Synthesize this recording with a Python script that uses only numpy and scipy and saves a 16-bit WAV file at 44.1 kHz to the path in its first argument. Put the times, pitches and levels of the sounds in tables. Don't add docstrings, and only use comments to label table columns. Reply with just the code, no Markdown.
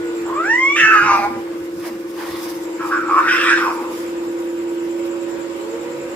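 import sys
import numpy as np
from scipy import signal
from scipy.fft import rfft, irfft
from scipy.io import wavfile
from scipy.ndimage import uniform_filter1d, minimum_filter1d, map_coordinates

SR = 44100
rng = np.random.default_rng(int(sys.argv[2]) if len(sys.argv) > 2 else 0)


def dump_mix(stems):
    frames = np.atleast_2d(stems).T
    limited = np.clip(frames, -1, 1)
    pcm = np.round(limited * 32767).astype(np.int16)
    wavfile.write(sys.argv[1], SR, pcm)


def linear_from_db(decibels):
    return 10 ** (np.asarray(decibels, float) / 20)


N = 271215


def unit(x):
    return x / np.sqrt(np.mean(x ** 2) + 1e-20)


def along(points, hz):
    f, v = np.transpose(points)
    return np.interp(np.log(hz + 1), np.log(f + 1), v)


def curves(rows, t=None):
    s, *cols = np.transpose(rows)
    if t is None:
        t = np.arange(N) / SR
    return [np.interp(t, s, c) for c in cols]


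def gate(rows, fade=0.0034):
    t = np.arange(N) / SR
    inside = np.minimum(t - rows[0][0], rows[-1][0] - t)
    return np.clip(inside / fade, 0, 1)


def swells(rows, rise, fall, floor_db=-120):
    t = np.arange(N) / SR
    power = linear_from_db(floor_db) ** 2
    for s, hold, db in rows:
        below = np.maximum(rise * (s - t), fall * (t - s - hold))
        power = power + linear_from_db(db - np.maximum(0, below)) ** 2
    return np.sqrt(power)


def wobble(rate):
    coarse = np.arange(0, N + 16, 16)
    knots = rng.standard_normal(int(N * rate / SR) + 4)
    return np.interp(np.arange(N), coarse, map_coordinates(knots, [coarse * rate / SR]))


def sides(pan_db):
    return linear_from_db(np.array([pan_db / 2, -pan_db / 2]))


def resonance(f, centre, width):
    return 1j * f * width / (centre ** 2 - f ** 2 + 1j * f * width)


def rush(spectrum, alike, patchy_db):
    hz, _, z = signal.stft(rng.standard_normal((2, N)), SR, nperseg=1024)
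    field = uniform_filter1d(rng.standard_normal(z.shape[1:]), 8, axis=0)
    field = uniform_filter1d(field, 6, axis=1)
    turn = np.arccos(np.clip(along(alike, hz), -1, 1)) / 2
    shares = linear_from_db(along(spectrum, hz)) * [np.cos(turn), np.sin(turn)]
    z = z * linear_from_db(patchy_db * unit(field)) * shares[..., None]
    mid, side = signal.istft(z, nperseg=1024)[1][:, :N]
    return unit(np.array([mid + side, mid - side]))


# (time [s], pitch [Hz], effort [dB])
YOWL_PATH = [(0.28, 439, -39.5), (0.37, 594, -22.5), (0.44, 711, -21), (0.485, 850, -22.5),
             (0.505, 897, -14), (0.6, 1049, -19.5), (0.64, 1069, -13), (0.749, 1167, -20),
             (0.772, 1234, -15)]
# (frequency [Hz], level [dB])
THROAT_COLOUR = [(1500, -10), (2500, 4), (3000, -12), (4300, -24), (5000, -12), (5700, -5), (6600, -8),
                 (8000, -28)]


def yowl():
    pitch, second = curves(YOWL_PATH)
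    khz_up = pitch / 1000 - 1
    first = second - 11 + 14.5 * khz_up
    third = second - 21 + 14 * khz_up + 2.5 * wobble(14.24)
    halfway = second + np.clip(-23 - 250 * (1140 - pitch) / 1000, -50, -23)
    levels = {1: first, 2: second, 2.5: halfway, 3: third}
    for k in range(4, 8):
        levels[k] = third + along(THROAT_COLOUR, k * pitch)
    phase = 2 * np.pi * np.cumsum(pitch + 9 * (700 / pitch) ** 2 * wobble(90)) / SR
    tone = 0
    for k, db in levels.items():
        tone = tone + linear_from_db(db + 3 + (1 + .5 * k) * wobble(35)) * np.sin(k * phase)
    return gate(YOWL_PATH) * tone


FOLD_TENSION = {"onset": [(850, 190, .4, 1800), (1500, 220, .35, 2200)], "screech": [(950, 400, 0.82, 2270),
                (1400, 414, 0.38, 2535), (1800, 455, 0, 2780)], "growl": [(950, 140, 0.3, 2450),
                (1500, 270, 0.37, 2510)]}
FOLD_UNSTEADINESS = {"onset": [(0, .07, .7), (1, .03, .6)], "screech": [(0, .011, .06), (.45, .015, .1),
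                     (1, .04, .28)], "growl": [(0, .085, .4), (.3, .065, .6), (1, .035, .55)]}


def folds(call, kind, a, b):
    _, mouth, jaw = curves(call, np.arange(a, b) / SR)
    rate, weak, _ = curves(FOLD_TENSION[kind], mouth)
    jitter, breath = curves(FOLD_UNSTEADINESS[kind], jaw)
    cycle = np.cumsum(rate * (1 + .018 * wobble(40)[a:b])) / SR
    at = np.flatnonzero(np.diff(np.floor(cycle)))
    chance = rng.standard_normal((len(at), 2))
    alternate = 1 - weak[at] * (np.arange(len(at)) % 2)
    size = linear_from_db(30 * jitter[at] * chance[:, 0]) * alternate
    place = at + jitter[at] * chance[:, 1] * SR / rate[at]
    place = np.clip(place, 0, b - a - 1).astype(int)
    pulses = np.bincount(place, size * np.sqrt(SR / rate[at]), b - a)
    puffs = rng.standard_normal(b - a) * (3.6 + np.cos(np.pi * cycle) ** 2)
    breath = np.clip(breath, 0, 1)
    return np.sqrt(1 - breath) * unit(pulses) + np.sqrt(breath) * unit(puffs)


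BARED_THROAT = {"onset": [(0, 400, -15, -39), (1, 650, -24, -30)], "screech": [(0, 486, -26, -35.5),
                (1, 950, -5, -17)], "growl": [(0, 258, -28.5, -33), (.3, 644, -22, -28), (1, 840, -5, -15)]}
RASP_RESONANCES = {"onset": [(2.02, 650, 5.5)], "growl": [(2.08, 600, 2.5), (3.1, 2430, -8)],
                   "screech": [(2.0, 600, 6.5), (2.45, 980, 3), (3.1, 2430, -20)]}


def throat(hz, mouth, jaw, kind, third_db):
    upper = curves(FOLD_TENSION[kind], mouth)[-1]
    width, upper_db, rasp_db = curves(BARED_THROAT[kind], jaw)
    f = hz[:, None]

    def even(h):
        return h / np.sqrt(np.mean(abs(h) ** 2, axis=0))

    edge = (.34 + .28 * jaw) * mouth
    low = even(resonance(f, mouth, 0.59 * width) ** 2 / (1 + (edge / (f + 1)) ** 10))
    third = resonance(f, 1.33 * upper, 630) ** 2 * (mouth / 1500) ** 3
    mid = even(resonance(f, upper, 920) ** 3 - linear_from_db(third_db) * third)
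    high = even(sum(linear_from_db(db) * resonance(f, c * upper, 1.4 * w) ** 4 for c, w, db in RASP_RESONANCES[kind]))
    return low - linear_from_db(upper_db) * mid + linear_from_db(rasp_db) * high


def harsh(call, kind, third_db):
    a, b = round(call[0][0] * SR), round(call[-1][0] * SR)
    source = folds(call, kind, a, b)
    hz, frames, z = signal.stft(source, SR, nperseg=512, noverlap=448)
    level, mouth, jaw = curves(call, frames + np.arange(a, b)[0] / SR)
    shaped = z * linear_from_db(level) * throat(hz, mouth, jaw, kind, third_db)
    broken = uniform_filter1d(rng.standard_normal(z.shape), size=2, axis=0)
    broken = uniform_filter1d(broken, size=40, axis=1)
    torn = shaped * linear_from_db(4.2 * unit(broken))
    shaped = torn * np.linalg.norm(shaped, axis=0) / np.linalg.norm(torn, axis=0)
    voice = np.zeros(N)
    voice[a:b] = signal.istft(shaped, nperseg=512, noverlap=448)[1][:b - a]
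    return voice * gate(call)


# (time [s], effort [dB], mouth resonance [Hz], jaw opening [0-1])
ONSET_CALL = [(0.25, -39, 850, 1), (0.29, -26.5, 850, .6), (0.424, -29.5, 1356, 0.2),
              (0.46, -21.5, 1500, 0)]
SCREECH_CALL = [(0.758, -20, 1750, 0.75), (0.8, -14.5, 1800, 0.93), (0.844, -8, 1697, .4),
                (0.95, -9.5, 1420, 0.5), (0.975, -10, 1421, 0.42), (1.068, -16, 1236, 0.8),
                (1.125, -11, 1121, 0.47), (1.19, -18, 954, 0.5), (1.272, -16, 940, 0.32)]
WHIMPER_CALL = [(1.288, -30.5, 1020, 0.25), (1.4, -32.5, 1020, 0.39), (1.43, -64, 1000, .3)]
GRUNT_CALL = [(2.77, -55, 1151, .5), (2.808, -24.5, 1180, 0.27), (2.9, -27.5, 1164, 0.25),
              (2.92, -17.5, 1367, 0.17), (3.075, -25.5, 1346, 0.18)]
HUFF_CALL = [(3.09, -19.5, 1130, 0.17), (3.14, -12.5, 1170, 0.023), (3.194, -9, 1224, 0.062),
             (3.215, -20, 1250, 0.18), (3.27, -16.5, 1400, .3)]
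SNARL_CALL = [(3.295, -14, 1560, 0.94), (3.36, -17, 1520, 0.79), (3.45, -18, 1388, 0.98),
              (3.53, -8.5, 1553, 0.61), (3.56, -18, 1500, 0.69), (3.676, -20, 1080, .5),
              (3.78, -29, 1021, .45), (3.92, -36, 991, 0.25), (3.96, -54, 996, .3)]


def harsh_calls():
    onset = linear_from_db(-2.0) * harsh(ONSET_CALL, "onset", third_db=-17)
    screech = harsh(SCREECH_CALL + WHIMPER_CALL, "screech", third_db=-48)
    growl = harsh(GRUNT_CALL + HUFF_CALL + SNARL_CALL, "growl", third_db=-6.5)
    return onset + screech + growl


# (time [s], peak level
# [dB], frequency [Hz])
THUMPS = [(0.829, -22, 150), (1.02, -24, 145), (1.135, -31, 243), (1.186, -21, 230),
          (1.301, -19, 245.8), (1.359, -21, 229), (1.531, -28, 264), (1.898, -23.5, 243),
          (3.813, -24, 257)]


def thumps():
    hits, t = np.zeros((2, N + SR)), np.arange(SR // 8) / SR
    for s, db, hz in THUMPS:
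        envelope = linear_from_db(db - 60 * t / 0.12) * (1 - np.exp(-t / 0.0097))
        hits[:, round(s * SR):][:, :len(t)] += envelope * np.sin(2 * np.pi * hz * t)
    return hits[:, :N]


# (time [s], hold [s], level [dB])
LEAF_FLURRIES = [(.8, 0.17, -49), (1.16, 0.048, -47.5), (1.85, 0.019, -44.5), (2.09, 0.027, -55),
                 (2.2, .14, -44), (2.4, .07, -41), (2.5, .07, -46.5), (2.86, .02, -47), (3.18, .02, -50.5),
                 (3.34, 0.15, -49.5), (3.6, 0.029, -45.5), (3.72, 0.096, -51), (3.98, .015, -44)]
# (frequency [Hz], level [dB per Hz])
LEAF_HISS = [(1760, -17), (3000, -12), (3590, -0.5), (4240, -7), (4940, 3), (7440, -6), (12800, -2),
             (15700, -8.5)]


def leaves():
    flutter = linear_from_db(2.0 * wobble(40) + 0.87 * wobble(300))
    hiss = unit(flutter * rush(LEAF_HISS, [(1000, 0.079)], patchy_db=-1.5))
    shaking = swells(LEAF_FLURRIES, rise=162, fall=124, floor_db=-55.5)
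    return shaking * linear_from_db(4.5) * sides(-2.3)[:, None] * hiss


# (time [s], hold [s], level [dB])
CLAW_SCRAPES = [
    (1.42, 0, -58),
    (1.534, 0, -45),
    (1.85, 0.022, -33),
    (2.2, 0.11, -33),
    (2.35, 0.16, -35),
]
# (frequency [Hz], level [dB per Hz])
BARK_SCRAPE = [(380, -34), (650, -13), (974, -7.5), (1060, -5), (1370, -13), (1940, -12.5), (2840, -21),
               (4500, -23.5), (5850, -37), (9900, -120)]


def claws():
    scrape = unit(linear_from_db(0.92 * wobble(60)) * rush(BARK_SCRAPE, [(1000, 0.5)], patchy_db=3.0))
    return swells(CLAW_SCRAPES, rise=255, fall=170) * scrape


# (time [s], peak level [dB])
TWIG_SNAPS = [(1.1742, -35), (1.48, -42), (1.6013, -40), (1.7988, -34), (2.1061, -38), (2.846, -35),
              (3.1547, -37), (3.7963, -40), (3.98, -36)]


def twigs():
    hits, t = np.zeros((2, N + SR)), np.arange(SR // 8) / SR
    for s, db in TWIG_SNAPS:
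        burst = np.diff(rng.standard_normal((2, len(t) + 1)))
        hits[:, round(s * SR):][:, :len(t)] += linear_from_db(db - 7 - 60 * t / .03) * burst
    return hits[:, :N]


# (time [s], level [dB], left-right difference [dB])
MAIN_TONE = [(0.0, -25, 0), (0.74, -26.5, 0), (1.13, -30.5, 0), (1.51, -28.5, -1), (2.33, -30, 0.5),
             (3.07, -28.5, 3), (3.6, -24, -0.5), (3.7, -28.5, 1), (4.68, -23, -2.5), (5.05, -22, -5),
             (5.33, -28, -9.5), (6.06, -31.5, -4.5), (6.15, -32, -6)]
# (time [s], hold [s], level [dB])
LOWER_TONE_SWELLS = [(0.4, 0, -38), (2.96, 0, -32)]
# (frequency [Hz], level [dB], start [s], end [s])
CASING_TONES = [(144.5, -46.5, 6, 6), (1460, -43, -0.5, 0.093), (216.4, -54, 2, 7), (250.7, -50.5, 3, 7),
                (299.7, -46.5, 1.5, 7), (356.8, -42, 1.5, 7), (377, -38, 7.5, 7), (463.3, -47, 1, 7),
                (504, -42.5, 3.5, 4.58), (535.2, -44.5, 0.5, 7), (552.4, -40.5, 5, 7), (950, -50.5, 2.5, 7),
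                (1498, -56, -5, 7)]
# (time [s], left lag [samples])
CAMERA_TURN = [(0, -8.5), (3.7, -5.5), (4.1, 9.5), (6.15, 2.5)]


def machine():
    main_db, pan = curves(MAIN_TONE)
    lag = curves(CAMERA_TURN)[0] / SR
    t = np.arange(N) / SR + lag * np.array([[-.5], [.5]])
    main = linear_from_db(main_db + 4 + 1.1 * wobble(4.3)) * np.sin(2 * np.pi * 340.1 * t + 0.4 * wobble(3))
    lower_gain = swells(LOWER_TONE_SWELLS, rise=6.5, fall=6.5, floor_db=-44.5) * linear_from_db(3 + .8 * wobble(4))
    lower = lower_gain * np.sin(2 * np.pi * 318.3 * t + .4 * wobble(2.5))
    casing = 0
    for f, db, a, b in CASING_TONES:
        gain = gate([[a - .2], [b + 0.16]], 0.17) * linear_from_db(db + 4.5 + 0.92 * wobble(4.6))
        casing = casing + gain * np.sin(2 * np.pi * f * t + 1.03 * wobble(4))
    return (main + lower) * sides(pan) + casing


# (start [s], end [s], chirp spacing [s], level [dB])
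CRICKET_BOUTS = [(0.057, .78, .0962, -39), (0.835, 1.06, 0.092, -41), (2.623, 3.2, 0.11, -41.5),
                 (3.351, 4.83, .1022, -43), (4.897, 6.14, .1004, -40.5)]


def cricket():
    song, t = np.zeros((2, N + SR)), np.arange(-SR // 100, SR // 100) / SR
    chirps = [(s, db) for a, b, spacing, db in CRICKET_BOUTS for s in np.arange(a, b, spacing)]
    for s, db in chirps:
        for k, stroke_db in enumerate([-6.5, -1.6, -8, -13.5, -14.5]):
            u = rng.standard_normal(4)
            glide = 2 * np.pi * ((7350 + 90 * u[0]) * t - 45000 * t * t)
            ring = np.exp(-(t / 0.0055) ** 2) * np.sin(glide + [[0], [1.0 * u[1]]])
            start = round((s + .0168 * k + .0006 * u[2]) * SR) - SR // 100
            song[:, start:][:, :len(t)] += linear_from_db(db + 3.5 + stroke_db + 0.46 * u[3]) * ring
    return song[:, :N]


# (time [s], pitch [Hz], level [dB])
FAR_HOWLS = [
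    [(0.0, 491, -37), (0.016, 482, -30), (0.5, 391.4, -37.5)],
    [(0.85, 405, -55), (0.884, 436, -30), (1.1, 365, -41)],
    [(5.52, 364.3, -34), (5.69, 445.2, -26.5), (5.836, 480, -29.5), (6.15, 511.5, -31.5)],
]


def howls():
    far = 0
    for call in FAR_HOWLS:
        pitch, db = curves(call)
        phase = 2 * np.pi * np.cumsum(pitch) / SR
        tone = np.sin(phase) + 0.13 * np.sin(2 * phase)
        far = far + gate(call, 0.037) * linear_from_db(db - 2 + 3.3 * wobble(52)) * tone
    return far


# (time [s], half length [s], change [dB])
MURMUR_LULLS = [(1.9, 0.71, -5), (4.6, 0.34, -3)]
# (frequency [Hz], level [dB per Hz])
NIGHT_AIR = [(120, -11.5), (200, -9), (300, 2), (520, 3.5), (680, -7), (1000, -1.5), (1300, -6),
             (2500, -10.5), (4000, -19), (6300, -24.5), (7400, -18), (9000, -29), (15800, -60)]
# (frequency [Hz], left-right likeness [-1 to 1])
LIKENESS = [(60, 0.94), (240, 0.97), (950, -0.028), (3770, -0.092), (15000, -0.29)]


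def murmur():
    t = np.arange(N) / SR
    lull_db = sum(db * np.exp(-((t - s) / half) ** 2) for s, half, db in MURMUR_LULLS)
    return linear_from_db(-33.5 + lull_db + 0.14 * wobble(6.0)) * rush(NIGHT_AIR, LIKENESS, patchy_db=1.86)


# (time [s], hold [s], level [dB])
CAMERA_HANDS = [
    (.8, .05, -42.5),
    (1.05, 0.32, -40),
    (1.75, 0.14, -47.5),
]
# (frequency [Hz], level [dB per Hz])
DEEP_RUMBLE = [(15, -61), (25, -29), (46, -18), (103, -8), (184, -9), (230, 0.5), (300, -27), (510, -120)]


def rumble():
    noise = rush(DEEP_RUMBLE + [(400, -63)], [(30, .5), (150, 0.79)], patchy_db=3.0)
    return swells(CAMERA_HANDS, rise=100, fall=27, floor_db=-48) * linear_from_db(-3.0) * noise


# (frequency [Hz], time to fall 60 dB [s])
YARD_DECAY = [(300, 0.17), (2000, 0.26), (5500, 0.32), (10000, 0.089)]


def yard(x):
    hz, t, z = signal.stft(rng.standard_normal((2, SR // 2)), SR, nperseg=256)
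    tail = signal.istft(z * linear_from_db(-60 * t / along(YARD_DECAY, hz)[:, None]), SR, nperseg=256)[1]
    late = np.pad(x, ((0, 0), (300, 0)))
    return signal.fftconvolve(late, tail / np.linalg.norm(tail[0]), axes=1)[:, :N]


def scene():
    voices = yowl() + harsh_calls()
    cats = np.array([np.roll(voices, -3), voices]) * sides(-1.2)[:, None]
    tree = thumps() + leaves() + claws() + twigs()
    chirps = cricket()
    answer = linear_from_db(-6.5) * yard(cats) + linear_from_db(-3.5) * yard(chirps)
    return cats + chirps + answer + tree + machine() + howls() + murmur() + rumble()


def band_limit(x):
    return signal.sosfilt(signal.butter(12, 15880, fs=SR, output="sos"), x)


def record(dry):
    hz = np.fft.rfftfreq(N, 1 / SR)
    band = (hz < 15620) / np.sqrt(1 + (58 / (hz + 1)) ** 8)
    heard = irfft(rfft(dry) * band, N)
    needed = np.minimum(1, .97 / (abs(heard).max(axis=0) + 1e-9))
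    gain = uniform_filter1d(minimum_filter1d(needed, size=200), size=200)
    return band_limit(heard * gain)


dry = scene()
out = record(dry)
dump_mix(out)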